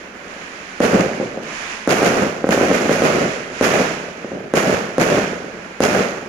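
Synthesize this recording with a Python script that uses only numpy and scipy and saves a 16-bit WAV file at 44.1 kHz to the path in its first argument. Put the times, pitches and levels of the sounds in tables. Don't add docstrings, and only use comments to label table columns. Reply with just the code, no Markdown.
import sys
import numpy as np
from scipy import signal
from scipy.fft import rfft, irfft, next_fast_len
from scipy.io import wavfile

SR = 44100
rng = np.random.default_rng(int(sys.argv[2]) if len(sys.argv) > 2 else 0)


def log_audio(samples):
    frames = np.atleast_2d(samples).T
    limited = np.clip(frames, -1, 1)
    pcm = np.round(limited * 32767).astype(np.int16)
    wavfile.write(sys.argv[1], SR, pcm)


N = 277300

OPEN_TOP_HZ, COVERED_TOP_HZ = 13500, 745
COVERED_FADE_DB_PER_S, COVERED_SLAP_DB = 88, -30
# start_s, blast_db, wash_db, treble_db, cover
SHELLS = [ (0.012, -22, -41, -19, 1), (0.218, -28, -38, -15, 0.74), (0.8041, 4, -14.5, -1, .15),
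          (1.1994, -1, -21.5, -14, 0.98), (1.2129, -2.5, -36, -7, .98), (1.374, -4, -32, -13, 0.99),
          (1.8755, 4.5, -16.5, 2.5, .04), (2.0300, 6.5, -19, 2, 0.057), (2.4423, 5, -28.5, -2, .66),
          (2.469, -3, -28.5, -8, 0.71), (2.4909, 5.5, -18.5, 2.5, 0.076), (2.5766, 2.5, -29.5, -16, .66),
          (2.6117, 4.5, -19.5, -2.5, 0.71), (2.7036, -1, -27, -11, .62), (2.7138, 6.5, -20, 2, 0.3),
          (2.8942, 6.5, -19.5, 1.5, 0.25), (3.0209, 5.5, -17.5, 0.5, 0.16), (3.6111, 5.5, -16.5, 3, 0.17),
          (4.2453, -8, -28.5, -34, 0.97), (4.3181, -7, -25, -14, 0.87), (4.5384, 6, -17.5, 3, .1),
          (4.9821, 5.5, -16, 1, 0.055), (5.805, 5.5, -17.5, 3, 0.053)]


def shells(direct_db=-0.5, slap_hz=2200, glint_db=-4):
    out, pulse = np.zeros((2, N)), blast()
    slap = lowpass(pulse, slap_hz, order=1)
    for start_s, blast_db, wash_db, treble_db, cover in SHELLS:
        top_hz = OPEN_TOP_HZ * (COVERED_TOP_HZ / OPEN_TOP_HZ) ** cover
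        hidden_db = COVERED_SLAP_DB * cover
        add(out, undb(direct_db + blast_db) * lowpass(pulse, top_hz, order=3), start_s)
        add(out, undb(wash_db) * wash(treble_db, COVERED_FADE_DB_PER_S * cover ** 2), start_s)
        add_slaps(out, undb(direct_db + hidden_db) * slap, start_s)
        add_glints(out, glint_db + hidden_db + treble_db, start_s)
    return out


# frequency_hz, level_db
BLAST_COLOUR = [(30, -59), (100, -11.5), (220, -2), (520, 1), (700, -5.5), (950, -18.5), (1500, -12),
                (3000, -34), (6500, -28), (14000, -27.5)]
# delay_s, level_db
BOUNCES = [(.0037, -8), (0.0111, -13.5)]


def blast():
    pulse = response(BLAST_COLOUR)
    pulse = pulse / np.abs(pulse).max()
    out = pulse.copy()
    for delay_s, level_db in BOUNCES:
        add(out, undb(level_db) * lowpass(pulse, 2500), delay_s)
    return out


# delay_s, spread_s, slap_db, body_db, rasp_db
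FRONTS = [ (0.0223, 0.015, -7.5, -1.5, -8), (0.036, 0.0051, -19, 1, 3), (0.0545, 0.0085, -4.5, -4.5, -0.5),
          (0.145, 0.0074, -2.5, 5.5, -5), (0.1664, .005, -5, 1.5, -28), (0.2008, 0.0083, -1.5, 3.5, -7.5),
          (0.240, 0.01, -27, -3, -22)]


def add_slaps(out, slap, start_s):
    stretches = 1 + .004 * rng.standard_normal(len(FRONTS))
    for (delay_s, _, slap_db, _, _), stretch in zip(FRONTS, stretches):
        add(out, undb(slap_db) * slap, start_s + delay_s * stretch)


RASP_ONSET_S = .012
# frequency_hz, level_db
STREET_COLOUR = [(30, -24), (70, -16.5), (140, -5.5), (180, 1.5), (238, 1), (300, -2), (385, 2), (600, 1),
                 (950, -10.5), (1450, -6), (2400, -12), (3700, -16), (6900, -21.5), (14000, -28.5)]


def wash(treble_db, fade_db_per_s, grain_db=2.0, clump_db=2.0, air_db_per_s=26, size=32768):
    t = np.arange(size) / SR
    delay_s, spread_s, _, body_db, rasp_db = np.transpose(FRONTS)
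    clouds = np.exp(-.5 * ((t[:, None] - delay_s) / spread_s) ** 2)
    echoes = diffuse(grain_db * walk(size, 1400), STREET_COLOUR, right_db=3.0)
    spectrum, hz = rfft(echoes), np.fft.rfftfreq(size, 1 / SR)
    low = irfft(spectrum / (1 + (hz / 800) ** 4))
    top = echoes - irfft(spectrum / (1 + (hz / 7500) ** 6))
    middle = echoes - low - top
    body = low * undb(clump_db * walk(size, 181.6))
    rasp = middle + top * undb(treble_db / 2 - air_db_per_s * t)
    body_power = street_power(t, level_db=-1.5, fall_db_per_s=70, linger_db=-9)
    rasp_power = street_power(t - RASP_ONSET_S, level_db=-1, fall_db_per_s=75.5, linger_db=-13.5)
    body *= np.sqrt(body_power + clouds @ undb(body_db) ** 2)
    rasp *= np.sqrt(rasp_power + clouds @ undb(rasp_db) ** 2)
    return (body + rasp * undb(treble_db)) * undb(-fade_db_per_s * t)


def street_power(t, level_db, fall_db_per_s, linger_db, rise_s=.010, hold_s=0.18):
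    street = undb(level_db) ** 2 * swell(t, rise_s, hold_s, fall_db_per_s)
    town = undb(linger_db) ** 2 * swell(t, rise_s, hold_s, fall_db_per_s=21.5)
    return street + town


# delay_s, level_db
GLINTS = [(0.017, -9), (.032, -5.5), (.047, -8), (.202, -18)]


def add_glints(out, gain_db, start_s):
    for delay_s, level_db in GLINTS:
        add(out, undb(gain_db + level_db) * crack(), start_s + delay_s)


# frequency_hz, level_db
CRACK_COLOUR = [(300, -24), (1500, 8), (4000, 10.5), (9000, -0.5), (15000, -5)]


def crack(decay_s=0.0014, size=1024):
    decay = np.exp(-np.arange(size) / SR / decay_s)
    return decay * diffuse(np.zeros(size), CRACK_COLOUR, right_db=0.5)


# start_s, level_db. The first, at 1.0082 s, is a bright echo of the 0.8041 s burst off
TICKS = [(1.0082, -13), (1.4342, -25), (6.218, -35)]


def ticks():
    out = np.zeros((2, N))
    for start_s, level_db in TICKS:
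        add(out, undb(level_db) * crack(), start_s)
    return out


# start_s, full_burn_s, level_db
STAR_CLOUDS = [ (-0.25, 0.0088, -34), (0.13, 0.029, -37.5), (0.28, 0.38, -34.5), (0.999, 0.086, -32.5),
               (1.41, 0.17, -27), (2.62, 0.56, -27), (3.50, 0.23, -26), (4.08, 0.08, -41), (4.78, .02, -39),
               (5.03, .05, -29), (5.47, 0.24, -40)]
# frequency_hz, level_db
HISS_COLOUR = [(200, -12.5), (900, -4.5), (1800, 0.5), (3500, -4.5), (6900, -14), (10000, -22),
               (14000, -39)]


def stars(catch_s=0.16, burnout_db_per_s=52, embers_db=-42, sputter_db=1.0, brighten=0.26):
    t = np.arange(N) / SR
    burn_power = sum(undb(level_db) ** 2 * swell(t - start_s, catch_s, burn_s, burnout_db_per_s)
                     for start_s, burn_s, level_db in STAR_CLOUDS)
    burn_db = 10 * np.log10(burn_power + undb(embers_db) ** 2)
    hiss = diffuse(sputter_db * walk(N, 900), HISS_COLOUR, right_db=2.5)
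    dull = lowpass(hiss, 5900, order=1)
    treble_gain = undb(brighten * (burn_db - burn_db.mean()))
    return undb(burn_db) * (dull + (hiss - dull) * treble_gain)


# frequency_hz, level_db
RUMBLE_COLOUR = [(25, -29), (60, -12), (120, -19.5), (190, -2.5), (300, -5), (520, -4.5), (950, -12.5),
                 (1500, -5), (3000, -17.5), (7000, -34.5), (14000, -35)]


def distant_fireworks(level_db=-37, throb_db=1.3):
    return undb(level_db) * diffuse(throb_db * walk(N, 55), RUMBLE_COLOUR, right_db=3.0)


def diffuse(envelope_db, colour, right_db, port_gap_m=0.14):
    size = len(envelope_db)
    n = next_fast_len(size, real=True)
    hz = np.fft.rfftfreq(n, 1 / SR)
    mid, side = rfft(rng.standard_normal((2, size)) * undb(envelope_db), n)
    alike = .98 * np.sinc(2 * hz * port_gap_m / 343)
    mid, side = mid * np.sqrt(1 + alike), side * np.sqrt(1 - alike)
    lean = undb(right_db / 2 * np.interp(hz, [500, 1400, 6000, 10000], [0, 1, 1, 0]))
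    spectra = np.array([(mid + side) / lean, (mid - side) * lean])
    noise = irfft(spectra * gains(colour, hz), n)[:, :size]
    return noise / noise.std()


def undb(db):
    return np.exp(np.asarray(db) * np.log(10) / 20)


def gains(colour, hz):
    points_hz, level_db = np.transpose(colour)
    return undb(np.interp(np.log(hz + 1), np.log(points_hz), level_db))


def response(colour, size=2048):
    hz = np.fft.rfftfreq(size, 1 / SR)
    cepstrum = irfft(np.log(gains(colour, hz)))
    cepstrum[1:size // 2] *= 2
    cepstrum[size // 2 + 1:] = 0
    return irfft(np.exp(rfft(cepstrum)))


def lowpass(x, hz, order=2):
    return signal.sosfilt(signal.butter(order, min(hz, .45 * SR), fs=SR, output="sos"), x)


def add(out, x, start_s):
    i = max(int(start_s * SR), 0)
    out[..., i:i + x.shape[-1]] += x[..., :max(out.shape[-1] - i, 0)]


def walk(n, rate_hz):
    position = np.arange(n) * rate_hz / SR
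    count = int(position[-1]) + 2
    return np.interp(position, np.arange(count), rng.standard_normal(count))


def swell(t, rise_s, hold_s, fall_db_per_s):
    falling_s = np.maximum(t - rise_s - hold_s, 0)
    return np.clip(t / rise_s, 0, 1) * undb(-fall_db_per_s * falling_s) ** 2


def scene():
    return shells() + ticks() + stars() + distant_fireworks()


# frequency_hz, left_db, right_db
MIC_PORTS = [(870, 0, 0.5), (1660, -2, 0.5), (2465, -6, 2.5), (3690, -11, -6.5), (5030, -11, -2),
             (6270, -23.5, 2), (6830, -10.5, 4), (7550, -31, -4), (8720, -6, -11.5), (9880, 0.5, -40),
             (11430, -11.5, -15), (12560, -7, -5), (14000, -30, -6), (15500, -36, -14)]


def record(dry, ceiling=0.91, top_hz=15900):
    ports = np.array(MIC_PORTS)
    responses = response(ports[:, [0, 1]]), response(ports[:, [0, 2]])
    heard = np.array([signal.fftconvolve(x, port)[:N] for x, port in zip(dry, responses)])
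    rounded = heard / (1 + (heard / ceiling) ** 4) ** (1 / 4)
    return signal.sosfilt(signal.ellip(10, .2, 80, top_hz, fs=SR, output="sos"), rounded)


dry = scene()
out = record(dry)
log_audio(out)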